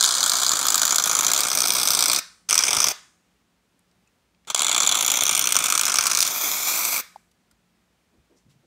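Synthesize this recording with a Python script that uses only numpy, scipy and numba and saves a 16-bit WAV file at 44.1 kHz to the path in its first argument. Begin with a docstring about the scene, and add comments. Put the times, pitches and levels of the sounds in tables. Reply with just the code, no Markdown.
"""A nearly empty foam can is pressed three times over a plastic bowl, close to a phone on the table.
Two presses spit: slugs of foam burst at the nozzle over a gas hiss, here coloured noise under envelopes.
Ticks of fingers, cap and foam follow; two short tries lead to a third press that ends as mostly gas hiss.
Last come ticks and dull table bumps, as short rings. Bowl and table return close echoes of the spray that
shift with the hand, a small room adds a noise tail to it; faint room tone and hum lie underneath."""
import sys
import numpy as np
from scipy import signal
from scipy.fft import rfft, irfft
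from scipy.io import wavfile
from scipy.ndimage import uniform_filter1d, map_coordinates
from numba import njit

SR = 44100
rng = np.random.default_rng(int(sys.argv[2]) if len(sys.argv) > 2 else 0)


def generate_wav(sig):
    """Save sig (samples, or channels by samples) to the path in sys.argv[1] as 16-bit PCM at SR."""
    pcm = np.round(np.clip(np.atleast_2d(sig).T, -1, 1) * 32767).astype(np.int16)
    wavfile.write(sys.argv[1], SR, pcm)


N = 381986
T = np.arange(N) / SR

# jet noise spectrum: (frequency [Hz], relative density [dB])
JET_SPECTRUM = [(1800, -23.5), (2800, -2.5), (6000, 5), (9800, -1), (10600, -17), (16000, -20.5)]
# foam noise spectrum in the bowl: (frequency [Hz], relative density [dB])
SPLAT_SPECTRUM = [(40, -32.5), (120, -12), (450, -10.5), (700, -2), (1300, -0.9), (2600, -6), (4000, -19),
                  (16000, -49)]
# bowl resonances: (frequency [Hz], width [Hz], relative gain [dB])
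BOWL_MODES = [(1240, 640, -7.5), (300, 210, -7.5), (188, 27, -12.5)]
# jet turning into the bowl: (time [s], 2330 Hz bowl mode level [dB], 3440 Hz bowl mode level [dB],
# nozzle resonance before per-slug shift [Hz])
JET_AIM = [(0, -20, -13.5, 6144), (.8, -19.5, -16.5, 7025), (2.099, -7.5, -16.5, 5610),
           (2.7, -10.5, -12.5, 6076), (4.7, -10.5, -0.5, 6943), (5.402, -8, -5, 7110),
           (5.8, -9.5, -10, 6946), (6.1, -12.5, -9, 6340), (6.35, -9.5, -7.5, 6310), (6.9, -2.5, -7, 8280)]


def spray():
    """Turbulent gas and bursting slugs modulate noise coloured by jet, nozzle, top band and bowl."""
    gas, small_re_hiss_db, low_re_hiss_db, top_re_hiss_db = valve()
    slug_s, slug_db, slug_ms = sputter()
    slugs = spits(slug_s, slug_db, slug_ms)

    # a slug chokes the gas just before it bursts
    choke = 1 / (1.5 + 3.1 * bursts(slug_s - 0.005, slug_db, rise_s=0.00145, fall_s=0.0029))
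    # flutter is shallower where the hiss is louder
    flutter_db = 2.2 * undb(small_re_hiss_db / 2) * walk(60)
    small = small_spits() * undb(small_re_hiss_db - 6.5)
    flow = gas * (undb(flutter_db) + small) * choke

    # every slug leaves a slightly different opening: colour differs for a moment
    fresh = np.exp(-np.abs(T - held(T, slug_s, slug_s)) / 0.044)
    luck = rng.standard_normal((len(slug_s), 3)).T
    nozzle_shift, low_luck, top_luck = (fresh * held(T, slug_s, c) for c in luck)

    aim_s, *columns = np.transpose(JET_AIM)
    *aim_db, nozzle_hz = (np.interp(T, aim_s, c) for c in columns)

    # foam in the nozzle: broad resonance, weaker as the hiss grows
    nozzle = unit(svf(noise(), nozzle_hz * np.exp(0.11 * nozzle_shift), 1600.0))
    nozzle = nozzle * undb(-5 + 0.39 * small_re_hiss_db)
    jet = undb(-3.5) * colour(noise(), JET_SPECTRUM)
    top = unit(double_band(noise(), 13500, 7100)) * undb(top_re_hiss_db - 7 + 3.3 * top_luck)

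    wide = colour(noise(), SPLAT_SPECTRUM)
    modes = sum(undb(db + 4.5) * band(wide, hz, width_hz) for hz, width_hz, db in BOWL_MODES)
    bowl = unit(wide + modes)
    aimed = sum(undb(db) * unit(band(wide, hz, 300)) for db, hz in zip(aim_db, (2330, 3440)))
    bright = double_band(bowl, 1400, 3200) + aimed
    # the bowl answers slugs more softly, smeared over 2.5 ms
    splat = undb(-13.5 + 1.5 * low_luck) * uniform_filter1d(slugs, size=110, origin=50)

    high_part = (jet + nozzle + top) * (flow + undb(-6) * slugs)
    low_part = (bowl + aimed) * flow + bright * splat
    return high_part + undb(low_re_hiss_db) * low_part


# valve presses; rows 3 and 4 are short tries before the third:
# (opening time [s], shutting time [s], relative level [dB], rise time constant [s])
PRESSES = [(-.01, 2.188, 1.5, .002), (2.487, 2.912, 1, .002), (4.471, 4.488, -9.5, 0.0072),
           (4.499, 4.512, -4, .002), (4.544, 7.0, -0.5, .09)]
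# gas through the foam: (time [s], hiss level [dB], relative top band level re hiss [dB])
GAS = [(0, -22.5, -26.5), (.3, -24.5, -11.5), (1.2, -30, -8), (1.7, -26, -5), (2.2, -23.5, -9),
       (2.5, -25.5, -17), (2.75, -28, -17), (2.9, -25, -8), (4.6, -29.5, -34), (5.0, -29, -8),
       (6.1, -28, -10), (6.23, -23, -8), (6.35, -24.5, 5), (6.7, -21, 2), (7.0, -22, 4.5)]
SHUT_S = 0.009
# base levels; in the gas flow they cancel the hiss level
SMALL_DB, LOW_DB = -28, -32.5


def valve():
    """Gas gain: exponential opening, Gaussian shutting, hiss track; and the levels set against it."""
    opening = np.zeros(N)
    for open_s, shut_s, db, rise_s in PRESSES:
        rise = 1 - np.exp(-np.maximum(T - open_s, 0) / rise_s)
        fall = np.exp(-(np.maximum(T - shut_s, 0) / SHUT_S) ** 2)
        opening += undb(db) * rise * fall
    gas_s, *columns = np.transpose(GAS)
    hiss_db, top_re_hiss_db = (np.interp(T, gas_s, c) for c in columns)
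    return opening * undb(hiss_db), SMALL_DB - hiss_db, LOW_DB - hiss_db, top_re_hiss_db


# clear spits, mostly loud: (time [s], relative level [dB])
CLEAR_SPITS = [(0.0084, -3), (0.0258, -1.5), (0.0373, 0), (0.0419, -0.5), (0.0494, -2), (0.0593, -4),
               (0.0893, -2), (0.1074, -6), (0.1505, -10), (0.2055, -5), (0.2291, -4), (0.2384, -5),
               (0.2613, -2), (0.2952, -3.5), (0.317, -5.5), (0.3664, -9.5), (0.4164, -10), (0.4324, -6.5),
               (0.4644, -5), (0.4924, -3), (0.5162, -5), (0.5688, -6), (0.5904, -6), (0.6669, -2),
               (0.6833, -4), (0.7023, -4.5), (0.7434, -2), (0.7554, -4.5), (0.7779, -5), (0.816, -4),
               (0.831, -3), (0.852, -3), (0.8779, -6), (0.9068, -3.5), (0.9579, -3), (0.9827, -1),
               (1.039, -4.5), (1.0575, -5.5), (1.0939, -7.5), (1.1506, -6), (1.1891, -6.5), (1.2082, -3.5),
               (1.266, -3), (1.316, -0.5), (1.3342, 0), (1.3617, -6), (1.4052, -4.5), (1.4336, -6),
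               (1.5154, -6.5), (1.5502, -4.5), (1.5733, -4), (1.6042, -2), (1.6184, -3), (1.7041, 0.5),
               (1.75, -6), (1.7654, -6), (1.831, -5), (1.8733, -1.5), (1.8854, -4.5), (1.9047, -1),
               (1.9493, -1.5), (1.9901, -2), (2.0064, -5), (2.0245, 0), (2.0387, -4), (2.0577, -2),
               (2.0981, -2), (2.1151, -2.5), (2.1317, -1), (2.161, -4), (2.1864, -9), (2.4895, -11.5),
               (2.4974, -7.5), (2.5087, -0.5), (2.528, 0.5), (2.5424, -2.5), (2.5537, -3), (2.5781, 1),
               (2.59, 0), (2.6367, -3.5), (2.6812, -6), (2.7062, -6), (2.73, -2), (2.7675, -2.5),
               (2.802, -3), (2.828, -8), (2.8419, 0.5), (2.8844, -6), (4.5004, -11.5), (4.5463, 0),
               (4.5757, -12.5), (4.593, -5.5), (4.604, -7.5), (4.6188, -1), (4.6457, -2.5), (4.6664, -5.5),
               (4.6936, -6), (4.7141, -5), (4.746, -4), (4.779, -4.5), (4.8028, -3.5), (4.8318, -6.5),
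               (4.8633, -6.5), (4.8735, -3), (4.8913, -3.5), (4.9136, -5.5), (4.9224, -7), (4.9516, -5.5),
               (4.9712, -12.5), (5.0082, -5), (5.025, -5.5), (5.0626, -4.5), (5.0786, -4), (5.1007, -4),
               (5.1166, -3), (5.1387, -9), (5.2081, -5.5), (5.235, -2.5), (5.2653, -6), (5.2928, -1.5),
               (5.3498, -4.5), (5.3759, -2.5), (5.3932, -2), (5.4405, -7.5), (5.4719, -1), (5.5225, -1),
               (5.5538, -2.5), (5.5656, 1.5), (5.5882, -6), (5.6398, -4.5), (5.6655, -8.5), (5.7009, -3.5),
               (5.7231, 1), (5.7517, -5), (5.777, -1.5), (5.7939, -4), (5.8117, -1.5), (5.8336, -5),
               (5.8531, -3), (5.88, -5.5), (5.9186, -8.5), (5.9412, -3), (5.9565, -5), (5.9852, -3),
               (6.0089, -5.5), (6.0372, -9), (6.0677, -1), (6.1135, -4), (6.1495, -2), (6.1724, -3),
               (6.1878, -4.5), (6.2048, 3), (6.2152, -4.5), (6.2214, -5), (6.2264, 0.5), (6.2493, -11),
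               (6.2756, -9.5)]
# mostly weaker spits, nearly evenly filling the gaps
FILL_S, FILL_SCATTER_S, FILL_DB, FILL_SCATTER_DB = 0.017, 0.0022, -10.5, 1.5
# louder spits are shorter: median length at -5 dB, slope, log-normal scatter
SPIT_MS, SPIT_MS_PER_DB, SPIT_SCATTER = 3.44, -0.2048, 0.2


def sputter():
    """Times [s], levels [dB], lengths [ms] of spits: placed ones and mostly weaker ones between."""
    s, db = np.transpose(CLEAR_SPITS)
    between = []
    for a, b in zip(s, s[1:]):
        if any(open_s < a and b < shut_s for open_s, shut_s, *_ in PRESSES):
            steps = max(round((b - a) / FILL_S), 1)
            between.extend(np.linspace(a, b, steps + 1)[1:-1])
    count = len(between)
    late, luck_db, length_luck = rng.standard_normal((600, 3)).T
    s = np.append(s, np.array(between) + FILL_SCATTER_S * late[:count])
    db = np.append(db, FILL_DB + FILL_SCATTER_DB * luck_db[:count])
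    ms = (SPIT_MS + SPIT_MS_PER_DB * (db + 5)) * np.exp(SPIT_SCATTER * length_luck[:len(s)])
    order = np.argsort(s)
    return s[order], db[order], ms[order].clip(1)


def spits(s, db, ms):
    """Envelope of slugs: each cracks open, holds, sags and stutters once more, by a random amount."""
    out = np.zeros(N)
    t_ms = T[:1500] * 1000
    chance = rng.random((len(s), 2))
    for at, peak, span_ms, (late, size) in zip((s * SR).astype(int), undb(db), ms, chance):
        burst = (1 - np.exp(-t_ms / (0.28 * span_ms))) * np.exp(-(t_ms / (0.85 * span_ms)) ** 2)
        crack = 0.46 * np.exp(-((t_ms - 0.8) / 0.3) ** 2)
        stutter_ms = span_ms + 1.5 + 1.8 * late
        stutter = (0.16 + 0.23 * size) * np.exp(-((t_ms - stutter_ms) / 0.86) ** 2)
        sag = 0.1 * np.exp(-t_ms / 3.3)
        out[at:at + len(t_ms)] += peak * (burst + crack + stutter + sag)
    return out


def small_spits():
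    """Envelope of 1500 tiny bursts at random times, with exponentially distributed dB levels."""
    when, luck = rng.random((1500, 2)).T
    return bursts(when * N / SR, -4 * np.log(luck + 1e-4), rise_s=0.00026, fall_s=0.0012)


# two hollows gliding as the can tilts: (time [s], lower centre [Hz], upper centre [Hz])
HOLLOW_TRACKS = [(0, 2650, 9250), (1.1, 2700, 8600), (1.35, 2800, 7950), (1.55, 2920, 7300),
                 (2.1, 3000, 6670), (2.7, 4220, 7420), (4.7, 5000, 8600), (5.0, 5000, 8200),
                 (5.3, 5000, 7700), (5.8, 5000, 7540), (6.2, 3000, 7300), (6.4, 2940, 8400),
                 (7.0, 3010, 8600)]
HOLLOW_WIDTH_HZ, HOLLOW_DEPTH = 750.0, 0.46  # depth: share of amplitude removed at the centre


def hollow(x):
    """Subtracts part of two narrow, moving bands."""
    s, *tracks_hz = np.transpose(HOLLOW_TRACKS)
    for hz in tracks_hz:
        x = x - HOLLOW_DEPTH * svf(x, np.interp(T, s, hz), HOLLOW_WIDTH_HZ)
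    return x


# can moving over the bowl: (time [s], nearest lag [ms], nearest gain [ratio],
# next lag [ms], next gain [ratio])
HAND_ECHOES = [(0.15, 0.244, 0.33, 0.374, -0.34), (0.7, 0.268, 0.34, 0.357, -0.2),
               (1.2, 0.301, 0.43, 0.353, -0.11), (1.55, 0.223, 0.28, 0.34, 0.34),
               (2.0, 0.235, 0.48, 0.343, 0.25), (2.6, 0.312, -0.29, 0.34, 0.43),
               (2.82, 0.185, 0.3, 0.351, 0.48), (4.7, 0.273, 0.47, 0.61, -0.21),
               (5.0, 0.293, 0.53, 0.613, -0.17), (5.35, 0.325, 0.54, 0.702, 0.18),
               (5.7, 0.34, 0.23, 0.728, 0.18), (6.05, 0.33, 0.05, 0.74, 0.21),
               (6.45, 0.313, 0.24, 0.705, -0.22), (6.85, 0.292, 0.1, 0.577, -0.33)]
# fixed reflections off bowl and table: (lag [ms], gain [ratio])
STILL_ECHOES = [(.84, .2), (1.065, -.19), (1.36, -0.016)]


def near_echoes(x):
    """Direct sound plus close reflections: two follow the hand, three stay in place."""
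    s, *columns = np.transpose(HAND_ECHOES)
    near_ms, near_gain, next_ms, next_gain = (np.interp(T, s, c) for c in columns)
    moving = near_gain * echo(x, near_ms) + next_gain * echo(x, next_ms)
    still = sum(gain * echo(x, lag_ms) for lag_ms, gain in STILL_ECHOES)
    return x + moving + still


def echo(x, lag_ms):
    """Copy delayed by a fixed or moving lag; spline smoothing softens its treble."""
    return map_coordinates(x, [np.arange(N) - lag_ms * SR / 1000], order=3, prefilter=False)


# fingers, cap and foam ticking:
# (time [s], relative level [dB], ring frequency [Hz], width [Hz], t60 [s])
TICKS = [(3.359, -61, 2794, 900, 0.042), (3.792, -50, 9500, 7000, .012), (3.913, -54, 5000, 4970, 0.014),
         (4.073, -52, 2600, 600, 0.028), (4.073, -54, 7000, 4000, .03), (4.347, -47, 2790, 2000, 0.011),
         (4.449, -42.5, 2520, 3000, 0.011), (7.159, -23, 830, 330, 0.016), (7.159, -46, 3500, 6900, 0.017),
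         (7.313, -53, 4500, 12000, 0.026), (7.511, -48.5, 6020, 14000, .025),
         (7.511, -50, 1390, 700, 0.033), (8.36, -57, 6000, 5000, 0.18), (8.49, -58, 4000, 9000, 0.2)]
# arm and chair bumping the table: (time [s], relative level [dB], ring frequency [Hz], t60 [s])
BUMPS = [(2.768, -29, 108, 0.087), (7.519, -56, 67, .15), (8.11, -53, 330, 0.3), (8.171, -46, 81, 0.13),
         (8.293, -49, 325, 0.26), (8.447, -48, 148, 0.31), (8.53, -48, 136, 0.24), (8.62, -53.5, 351, 0.24)]


def knocks():
    """Bright ticks and dull bumps: decaying rings, tonal when narrow and noisy when wide."""
    out = np.zeros(N)
    t = T[:8000]
    bumps = [(s, db, hz, hz * 0.79, t60_s) for s, db, hz, t60_s in BUMPS]
    for s, db, hz, width_hz, t60_s in [*TICKS, *bumps]:
        noisy = min(width_hz / hz, 1)
        rough = unit(double_band(rng.standard_normal(len(t)), hz, width_hz))
        tone = np.sqrt(2) * np.sin(2 * np.pi * hz * t)
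        ring = noisy * rough + (1 - noisy) * tone
        ring = ring * decay(t, t60_s) * np.minimum(t / (0.094 * t60_s), 1)
        i = int(s * SR)
        out[i:i + len(t)] += (undb(db - 2) * ring)[:N - i]
    return out


# small room decay bands: (frequency [Hz], t60 [s], relative level [dB])
WALL_BANDS = [(475, 0.27, -22), (1551, .47, -15.5), (3700, 0.39, -12), (8150, 0.61, -22), (13200, 0.2, -16)]


def walls(x):
    """Diffuse tail: convolution with noise dying away band by band, faded in after the first wall."""
    t = T[:SR // 2]
    tail = np.zeros(len(t))
    for hz, t60_s, db in WALL_BANDS:
        hiss = double_band(rng.standard_normal(len(t)), hz, hz)
        tail += undb(db) * unit(hiss * decay(t, t60_s))
    fade_in = np.clip(t / 0.0027 - 0.3, 0, 1)
    tail = tail * fade_in / np.sqrt(len(t) * len(WALL_BANDS))
    return signal.fftconvolve(x, tail)[:N]


# room tone spectrum: (frequency [Hz], relative density [dB])
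ROOM_SPECTRUM = [(25, -27), (55, -13), (120, -12), (250, -12), (500, -18.5), (2300, -23.5), (9000, -32),
                 (10500, -36), (16000, -39)]
ROOM_DB = -68.5


def room_tone():
    """Coloured noise whose level drifts slightly."""
    return colour(noise(), ROOM_SPECTRUM) * undb(ROOM_DB + 0.6 * walk(8.8))


# murmur of appliances: (frequency [Hz], width [Hz], level [dB])
HUM_BANDS = [(57, 14, -79.5), (177, 10, -75), (220, 11, -79.5)]


def hum():
    """Appliance murmur as narrow bands of noise."""
    return sum(undb(db) * unit(double_band(noise(), hz, width_hz)) for hz, width_hz, db in HUM_BANDS)


def undb(db):
    """Amplitude gain of a level in dB."""
    return 10 ** (np.asarray(db) / 20)


def unit(x):
    """Scaled to rms 1."""
    return x / np.sqrt(np.mean(x ** 2))


def noise():
    """White noise."""
    return rng.standard_normal(N)


def decay(t, t60_s):
    """Exponential decay, 60 dB down after t60."""
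    return np.exp(-np.log(1000) * t / t60_s)


@njit
def svf(x, hz, width_hz):
    """State-variable band-pass with a movable centre, gain 1 there."""
    y, b, l = np.empty(len(x)), 0., 0.
    for i in range(len(x)):
        g, k = np.tan(np.pi * hz[i] / SR), width_hz / hz[i]
        v = (b + g * (x[i] - l)) / (1 + g * (g + k))
        b, l, y[i] = 2 * v - b, l + 2 * g * v, k * v
    return y


def band(x, hz, width_hz):
    """Fixed band-pass."""
    return svf(x, np.full(len(x), float(hz)), float(width_hz))


def double_band(x, hz, width_hz):
    """Fixed band-pass applied twice, for steeper skirts."""
    return band(band(x, hz, width_hz), hz, width_hz)


def colour(x, points):
    """Spectrum shaped along (frequency [Hz], level [dB]) points, then scaled to rms 1."""
    hz, db = np.transpose(points)
    bins_hz = np.arange(N // 2 + 1) * SR / N + 1  # +1 avoids log(0)
    gain = undb(np.interp(np.log(bins_hz), np.log(hz), db))
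    return unit(irfft(rfft(x) * gain, N))


def bursts(s, db, rise_s, fall_s):
    """Envelope with a quick rise and an exponential fall at each time."""
    kicks = np.zeros(N)
    np.add.at(kicks, np.clip((np.asarray(s) * SR).astype(int), 0, N - 1), undb(db))
    t = T[:4000]
    shape = np.exp(-t / fall_s) - np.exp(-t / rise_s)
    return signal.fftconvolve(kicks, shape / shape.max())[:N].clip(0)


def walk(rate_hz):
    """Random levels drawn at a rate, with linear slews between them."""
    k = int(SR / rate_hz)
    return uniform_filter1d(np.repeat(rng.standard_normal(N // k + 1), k), k)[:N]


def held(t, s, values):
    """Value of the latest event, held until the next."""
    return values[np.clip(np.searchsorted(s, t) - 1, 0, len(s) - 1)]


def scene():
    """Spray with echoes and room tail, knocks, room tone and hum."""
    jet = hollow(spray())
    return (near_echoes(jet) + walls(jet) + knocks() + room_tone() + hum())[None]


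TOP_HZ = 15700


def record(dry):
    """The phone drops the deepest bass, rounds the loudest peaks and cuts the top."""
    bass_cut = signal.butter(3, 45, "high", fs=SR, output="sos")
    top_cut = signal.ellip(12, 0.2, 80, TOP_HZ, fs=SR, output="sos")
    rounded = np.tanh(0.75 * signal.sosfilt(bass_cut, dry)) / 0.75
    return signal.sosfilt(top_cut, rounded)


dry = scene()
out = record(dry)
generate_wav(out)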